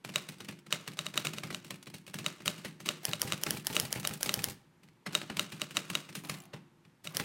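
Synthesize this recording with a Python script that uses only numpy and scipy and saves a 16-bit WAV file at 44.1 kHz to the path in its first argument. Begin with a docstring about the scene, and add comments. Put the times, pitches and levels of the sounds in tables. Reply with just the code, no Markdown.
"""A small room, close to a manual typewriter: quick, uneven typing with two pauses.
Typebars swish up and strike the platen; in a fast run, steel levers snap brightly and keys thud down.
Between blows the linkage clacks, loose parts tick and the frame booms on its desk.
Late on, the carriage slides, its pawl skipping over the rack. The room murmurs faintly throughout."""
import sys
import numpy as np
from scipy import signal
from scipy.fft import rfft, irfft
from scipy.io import wavfile

SR = 44100
rng = np.random.default_rng(int(sys.argv[2]) if len(sys.argv) > 2 else 0)


def wav_record(signal):
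    """Record a signal, one row per channel, as 16-bit PCM in the file named by sys.argv[1]."""
    frames = np.transpose(np.atleast_2d(signal))
    bounded = np.clip(frames, -1, 1)
    # unit amplitude maps onto the largest positive 16-bit level
    quanta = np.round(bounded * 32767).astype(np.int16)
    wavfile.write(sys.argv[1], SR, quanta)


N = 319284
SIZE = 32768  # samples per event
T, HZ = np.arange(SIZE) / SR, np.fft.rfftfreq(SIZE, 1 / SR)
LEAD_S = .02  # start of a clack to its tick

# linkage resonances: f/Hz, width/Hz, level/dB
LINKAGE_MODES = [(342, 400, -0.5), (584, 63, -5), (1240, 930, -4), (2190, 1000, -2.5), (2710, 650, -2.5),
                 (3920, 1800, -7), (5800, 4300, -13.5), (8470, 1800, -12.5), (10800, 3600, -19.5),
                 (14500, 2500, -24)]
# modes of the frame on the desk: f/Hz, level/dB, t60/s
FRAME_MODES = [(109.2, -12, 0.38), (139.1, -4, 0.29), (157.1, -1.5, 0.31), (179.4, -5.5, 0.39),
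               (201.5, -3.5, 0.36), (229.4, -8, .3), (271.3, -15, 0.59), (306.3, -11.5, 0.34),
               (355.5, -19, 1.39), (398.5, -12.5, 0.2), (160.2, -23.5, 1.7)]
# desk modes: f/Hz, level/dB, t60/s
DESK_MODES = [(54, -13.5, 0.13), (103.7, -11.5, 0.14), (124.9, 1, 0.13), (215, 0.5, 0.078),
              (406.4, -9, 0.15), (484, -10.5, 0.13), (822, -8, 0.17)]


def amp(db):
    """dB to gain."""
    return 10 ** (np.asarray(db) / 20)


def unit_rms(x):
    """Scale to rms 1."""
    return x / np.sqrt(np.mean(abs(x) ** 2) + 1e-20)


def log_interp(points, hz):
    """Interpolate over log frequency."""
    f, value = np.transpose(points)
    return np.interp(np.log(hz + 1), np.log(f), value)


def add(mix, t_s, sound):
    """Mix a sound in at t_s."""
    part = mix[max(round(t_s * SR), 0):][:len(sound)]
    part += sound[:len(part)]


def wander(x, step):
    """Random curve over x, one knot per step."""
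    knots = np.arange(0, x[-1] + step, step)
    return np.interp(x, knots, rng.standard_normal(len(knots)))


def decay(t60_s):
    """Envelope falling 60 dB in t60_s."""
    return np.exp(-np.log(1000) * T / t60_s)


def resonances(modes):
    """Gain over HZ of damped resonances with deep valleys between."""
    power = sum(amp(db) ** 2 / (1 + ((HZ ** 2 - hz ** 2) / (HZ * width_hz + 1)) ** 2) ** 1.354
                for hz, width_hz, db in modes)
    return np.sqrt(power)


def linkage_gain(tilt_db_oct):
    """Linkage resonances, tilted above 1.2 kHz."""
    return resonances(LINKAGE_MODES) * amp(tilt_db_oct * np.log2(np.maximum(HZ, 1200) / 3000))


def blow(gain, vary_db, spread_s):
    """Ring of one contact; bending waves disperse over about spread_s."""
    log_gain = np.log(np.maximum(gain, 1e-3) * amp(vary_db * wander(HZ, 350)))
    mirrored = np.concatenate([log_gain, log_gain[-2:0:-1]])
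    min_phase = np.exp(np.conj(signal.hilbert(mirrored)))[:len(HZ)]
    delay_s = spread_s * abs(wander(HZ, 1448)) * np.sqrt(HZ / HZ[-1])
    dispersion = np.exp(-2j * np.pi * np.cumsum(delay_s) * HZ[1])
    return irfft(min_phase * dispersion)[:SIZE // 2] / abs(irfft(min_phase)).max()


def rattle(envelope, gain, grain_db, vary_db):
    """Clumps of tiny contacts ring a random choice of small parts."""
    clumps = wander(T, .0008) + .8 * wander(T, .005)
    contacts = unit_rms(rng.standard_normal(SIZE) * amp(grain_db * clumps))
    parts = unit_rms(gain * amp(vary_db * wander(HZ, 110)))
    fade = np.clip(2 * (1 - T / T[-1]), 0, 1) ** 2
    return irfft(rfft(contacts * envelope) * parts) * fade


def boom(modes, rise_s, detune, scatter_turns):
    """Heavy modes swell after a push and die; the varying push point scatters their phases."""
    hz, db, t60_s = np.transpose(modes)[:, :, None]
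    t = T[::8]
    detuned_hz = hz * (1 + detune * rng.standard_normal(hz.shape))
    turns = detuned_hz * t + scatter_turns * rng.random(hz.shape)
    weights = amp(db) / np.linalg.norm(amp(db))
    ring = (weights * np.exp(-np.log(1000) * t / t60_s) * np.sin(2 * np.pi * turns)).sum(0)
    swell = 1 - np.exp(-(T / rise_s) ** 2)
    return np.sqrt(2) * signal.resample_poly(ring, 8, 1) * swell


def air():
    """Steady low room murmur with faint hiss."""
    # noise spectrum: f/Hz, density/dB
    spectrum = [(15, -35), (25, -10.5), (72, -12.5), (157, 3), (212, -4), (270, -4), (734, -18),
                (911, -10.5), (1040, -16), (1940, -18), (5140, -28), (13600, -35), (16000, -59.5)]
    gain = amp(log_interp(spectrum, np.fft.rfftfreq(N, 1 / SR)))
    return amp(-67) * unit_rms(irfft(rfft(rng.standard_normal(N)) * gain, N))


def clack(tick_db, chatter_db, tilt_db_oct):
    """One linkage contact: a brief soft rustle leads into a tick at LEAD_S and short chatter."""
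    lead_in_s, tick_lag_s = .009, .002
    gain = linkage_gain(tilt_db_oct + .52 * rng.standard_normal())
    lead_in = T / lead_in_s / (1 + (T / lead_in_s) ** 10)
    chatter = (1.347 * decay(.047) + .21 * decay(.34)) * (1 - np.exp(-T / .0017))
    envelope = np.zeros(SIZE)
    add(envelope, LEAD_S - lead_in_s, amp(-12) * lead_in)
    add(envelope, LEAD_S - tick_lag_s, chatter)
    out = amp(chatter_db) * rattle(envelope, gain, grain_db=2.5, vary_db=2)
    add(out, LEAD_S, amp(tick_db) * blow(gain, vary_db=4, spread_s=.0014))
    return out


def linkage():
    """Keys and returning bars clack, push frame and desk, and drop back once."""
    # contacts: t/s, tick/dB, chatter/dB, tilt/(dB/oct)
    clacks = [(0.049, -24, -39.5, 0.5), (0.092, -36, -43.5, -0.5), (0.289, -24, -40.5, 0.5),
              (0.405, -31.5, -41, -0.5), (0.487, -28, -38, -0.5), (0.666, -50.5, -49.5, -1),
              (0.878, -19.5, -39, 0.5), (1.14, -42, -42.5, -0.5), (1.25, -21, -35, 2),
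              (1.335, -31, -38.5, .5), (1.436, -29, -35.5, -0.5), (1.505, -34, -39, 0),
              (1.647, -32, -48.5, .5), (1.707, -20, -38, 0.5), (1.87, -44.5, -45, -1),
              (1.942, -37, -42, 1.5), (2.079, -47, -47, 0.5), (2.142, -22.5, -35.5, 1),
              (2.188, -38.5, -37.5, -0.5), (2.405, -44, -47.5, -1), (2.459, -16, -34, 3),
              (2.58, -39, -48, 2.5), (2.649, -22.5, -35.5, -.5), (2.804, -42, -44, 0.5),
              (2.86, -26.5, -35.5, 2), (3.083, -37, -37.5, -3), (3.276, -31.5, -35.5, 1),
              (3.333, -17, -38, 2), (3.466, -31.5, -31.5, 0), (3.571, -26, -38.5, 2),
              (3.701, -31.5, -41.5, -4), (3.729, -35, -38, 3), (3.753, -27.5, -34.5, 6),
              (3.852, -22.5, -41, 2), (3.959, -25, -35, -2.5), (3.999, -21, -42, 5.5),
              (4.111, -33, -42, -2.5), (4.137, -20, -41, 4.5), (4.26, -20.5, -33.5, 1.5),
              (4.392, -24, -37.5, 2), (4.499, -23, -44.5, 4), (4.834, -49, -57.5, -0.5),
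              (4.887, -44, -67, 0), (5.064, -42, -35.5, -2), (5.216, -21, -46.5, -4),
              (5.301, -36.5, -35, -3), (5.37, -16.5, -36, 1.5), (5.522, -34.5, -37, 0),
              (5.709, -29, -42.5, 1.5), (5.902, -23, -36, .5), (6.091, -45, -45.5, -0.5),
              (6.153, -21.5, -35, 1), (6.249, -35, -46, 3), (6.297, -17.5, -31.5, 1),
              (6.536, -42, -40.5, -3), (6.852, -46, -61, -2), (7.045, -37.5, -43, 3.5),
              (7.148, -25, -39, 3), (7.199, -23, -32.5, 0)]
    firm_db, drop_db = -37, -13.5
    out = np.zeros(N)
    for t_s, tick_db, chatter_db, tilt_db_oct in clacks:
        # dull parts are heavy and push harder
        frame_db = -41.5 + .75 * (chatter_db - firm_db) - .3 * tilt_db_oct
        desk_db = chatter_db - 14 - 2.4 * tilt_db_oct
        add(out, t_s - LEAD_S, clack(tick_db, chatter_db, tilt_db_oct))
        add(out, t_s, amp(frame_db) * boom(FRAME_MODES, rise_s=.0057, detune=.0199, scatter_turns=.97))
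        add(out, t_s, amp(desk_db) * boom(DESK_MODES, rise_s=.0036, detune=.04, scatter_turns=.6))
        drop_s = t_s + rng.uniform(.018, .046)
        add(out, drop_s - LEAD_S, clack(tick_db + drop_db, chatter_db + drop_db, tilt_db_oct))
    # a released key knocks dully on the desk
    add(out, 6.536, amp(-42) * boom(DESK_MODES, rise_s=.002, detune=.0298, scatter_turns=.4))
    return out


def loose_parts():
    """Small steel parts tick and buzz at random during typing, each with its own ring."""
    # busy stretches: start/s, end/s
    typing = [(0.1, 0.55), (0.9, 2.5), (3.1, 4.45), (5.1, 6.32)]
    ticks_per_s, size_spread_db = 18, 3.5
    out, steel = np.zeros(N), linkage_gain(tilt_db_oct=2)
    for start_s, end_s in typing:
        for slot_s in np.arange(start_s, end_s, 1 / ticks_per_s):
            tick = amp(-43.5) * blow(steel, vary_db=5, spread_s=.001)
            buzz = amp(-52) * rattle(decay(.04), steel, grain_db=3, vary_db=3.5)
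            t_s = slot_s + rng.random() / ticks_per_s
            size = amp(size_spread_db * rng.standard_normal())
            add(out, t_s, size * tick)
            add(out, t_s, size * buzz)
    return out


def swing(gain, flight_s):
    """A bar leaves its rest with a chink, then a faint hiss swells up to the strike."""
    progress = np.clip(T / flight_s, 0, 1)
    chink, swell = 1.7 * decay(.022), .18 + 1.29 * progress ** 2
    gate = (1 - np.exp(-T / .00045)) / (1 + (T / flight_s) ** 20)
    return rattle((chink + swell) * gate, gain, grain_db=3, vary_db=2.5)


def typebars():
    """Each bar swings up, cracks on the platen, shakes basket and frame, and trips the escapement."""
    # blows on the platen: t/s, level/dB
    strikes = [(0.1585, -6), (0.726, -5), (0.9906, -12), (1.0656, -15.5), (1.1764, -6), (1.2696, -12),
               (1.3841, -19), (1.5465, -16), (2.2631, -8.5), (2.479, -6), (2.8892, -6.5), (3.1337, -10.5),
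               (3.3223, -8.5), (3.766, -5), (4.0503, -12.5), (4.293, -8), (5.151, -4), (5.3947, -5.5),
               (5.6172, -11), (5.7694, -5.5), (5.9525, -7.5), (7.073, -19)]
    # platen and type guide resonances: f/Hz, width/Hz, level/dB
    platen_modes = [(325, 96, -17.5), (600.4, 33, -4), (1178, 220, -9), (1347, 110, -7.5), (2060, 350, -10),
                    (2687, 490, -6), (2920, 210, -2.5), (3812, 163, 0.5), (4420, 730, -15),
                    (5910, 210, -11.5), (6980, 900, -13), (8300, 540, -14.5), (10900, 7000, -26.5),
                    (14700, 2300, -33)]
    # type basket rattle: f/Hz, density/dB
    basket_spectrum = [(100, -24), (300, 6), (600, 2.5), (850, -3), (1300, 2.5), (1800, 0), (2800, -1.5),
                       (3900, -1), (5200, -4), (8200, -6.5), (10500, -14), (16000, -19)]
    firm_db, flight_s, escape_s = -7, .02, .02
    out, platen, basket = np.zeros(N), resonances(platen_modes), amp(log_interp(basket_spectrum, HZ))
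    shake = decay(.11) + .31 * decay(.77)
    for t_s, strike_db in strikes:
        force_db = strike_db - firm_db
        add(out, t_s, amp(strike_db) * blow(platen, vary_db=1.5, spread_s=.0011))
        add(out, t_s - flight_s, amp(-42.5 + .34 * force_db) * swing(basket, flight_s))
        add(out, t_s, amp(-40.5 + force_db) * rattle(shake, basket, grain_db=3.5, vary_db=0))
        frame = boom(FRAME_MODES, rise_s=.0059, detune=.02, scatter_turns=.92)
        add(out, t_s, amp(-43.5 + .4 * force_db) * frame)
        escapement = clack(tick_db=-33.5 + force_db, chatter_db=-43.5 + force_db, tilt_db_oct=1.5)
        add(out, t_s + escape_s - LEAD_S, escapement)
    return out


def levers():
    """A lever swings, snaps and rattles; its key bottoms and rebounds, thudding into the desk."""
    # lever strokes: t/s, snap/dB, key thud/dB
    snaps = [(3.0526, -6.5, -39), (3.2174, -4.5, -34.5), (3.4358, -8, -34.5), (3.5075, -6.5, -37.5),
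             (3.6692, -6.5, -35), (3.799, -5, -35.5), (3.9276, -7.5, -37.5), (4.0737, -7.5, -38.5),
             (4.2305, -5.5, -37), (4.3409, -4.5, -35), (4.442, -6, -38.5), (7.1695, -7, -34)]
    # lever resonances: f/Hz, width/Hz, level/dB
    lever_modes = [(545, 290, -7.5), (1710, 460, -6), (3045, 420, 0), (4730, 760, -4.5), (5550, 670, 0.5),
                   (6730, 2200, -7), (8780, 130, -3), (10330, 720, 1), (11800, 1700, -4.5),
                   (14100, 1600, -14)]
    # lever rattle: f/Hz, density/dB
    rattle_spectrum = [(100, 3), (400, 4.5), (820, 3.5), (1200, 0.5), (1850, 3), (2600, -1.5), (4000, -1),
                       (7000, -4), (10500, -4), (16000, -5)]
    flight_s, bottom_s, rebound_s = .022, .031, .07
    out, lever, loose = np.zeros(N), resonances(lever_modes), amp(log_interp(rattle_spectrum, HZ))
    shake = decay(.42) / (1 + (T / .099) ** 6)  # parts settle once the key is up
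    for t_s, snap_db, thud_db in snaps:
        add(out, t_s, amp(snap_db) * blow(lever, vary_db=1.5, spread_s=.0007))
        add(out, t_s - flight_s, amp(snap_db - 38.5) * swing(loose, flight_s))
        add(out, t_s, amp(snap_db - 34.5) * rattle(shake, loose, grain_db=4.5, vary_db=2.5))
        thud = boom(DESK_MODES, rise_s=.0015, detune=.027, scatter_turns=.17)
        rebound = boom(DESK_MODES, rise_s=.0052, detune=.036, scatter_turns=1)
        add(out, t_s + bottom_s, amp(thud_db) * thud)
        add(out, t_s + rebound_s, amp(thud_db - 15.5) * rebound)
    return out


def carriage():
    """The carriage rumbles along its rail; the pawl ticks over the rack with a steel shimmer."""
    # slides: start/s, end/s, tick/dB
    slides = [(5.973, 6.05, -56), (6.237, 6.295, -38.5), (6.334, 6.46, -41.5), (7.106, 7.15, -43)]
    # f/Hz, width/Hz, level/dB
    pawl = resonances([(2650, 720, -1), (6440, 3000, -8), (10150, 700, -1), (13700, 3200, -7)])
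    rail = resonances([(280, 170, 8), (800, 700, 2.5), (2400, 2200, -9)])
    out, teeth_per_s = np.zeros(N), 58
    for start_s, end_s, tick_db in slides:
        add(out, start_s, amp(tick_db - 12) * rattle(decay(.66), rail, grain_db=1.5, vary_db=4.5))
        for t_s in np.arange(start_s, end_s, 1 / teeth_per_s):
            add(out, t_s, amp(tick_db) * blow(pawl, vary_db=3, spread_s=.001))
            add(out, t_s, amp(tick_db - 11) * rattle(decay(.032), pawl, grain_db=5, vary_db=9))
    return out


def room(x):
    """Sparse reflections, each band dying at its own rate."""
    # reverberation: f/Hz, t60/s
    decay_times = [(100, 0.92), (300, 0.67), (1000, 0.66), (5000, 0.33), (15000, 0.099)]
    echoes_per_s, gap_s = 2500, .004
    taps = rng.standard_normal(SIZE) * (rng.random(SIZE) < echoes_per_s / SR) * (T > gap_s)
    hz, t, bands = signal.stft(taps, SR, nperseg=256)
    damping = np.exp(-np.log(1000) * t / log_interp(decay_times, hz)[:, None])
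    tail = signal.istft(bands * damping, SR, nperseg=256)[1]
    return signal.fftconvolve(x, tail / np.linalg.norm(tail))[:N]


def scene():
    """The machine close up with a little room, mono."""
    machine = typebars() + levers() + linkage() + carriage() + loose_parts()
    return (machine + amp(-21.5) * room(machine) + air())[None]


def record(dry):
    """The microphone thins the bass; the input stage rounds the peaks; a low-pass limits the band."""
    low_hz, high_hz, ceiling = 42, 16100, .33
    thinned = signal.sosfilt(signal.butter(2, low_hz, "highpass", fs=SR, output="sos"), dry)
    rounded = ceiling * np.tanh(thinned / ceiling)
    lowpass = signal.firwin(255, high_hz, window=("kaiser", 8), fs=SR)
    return signal.oaconvolve(rounded, lowpass[None], "same")


dry = scene()
out = record(dry)
wav_record(out)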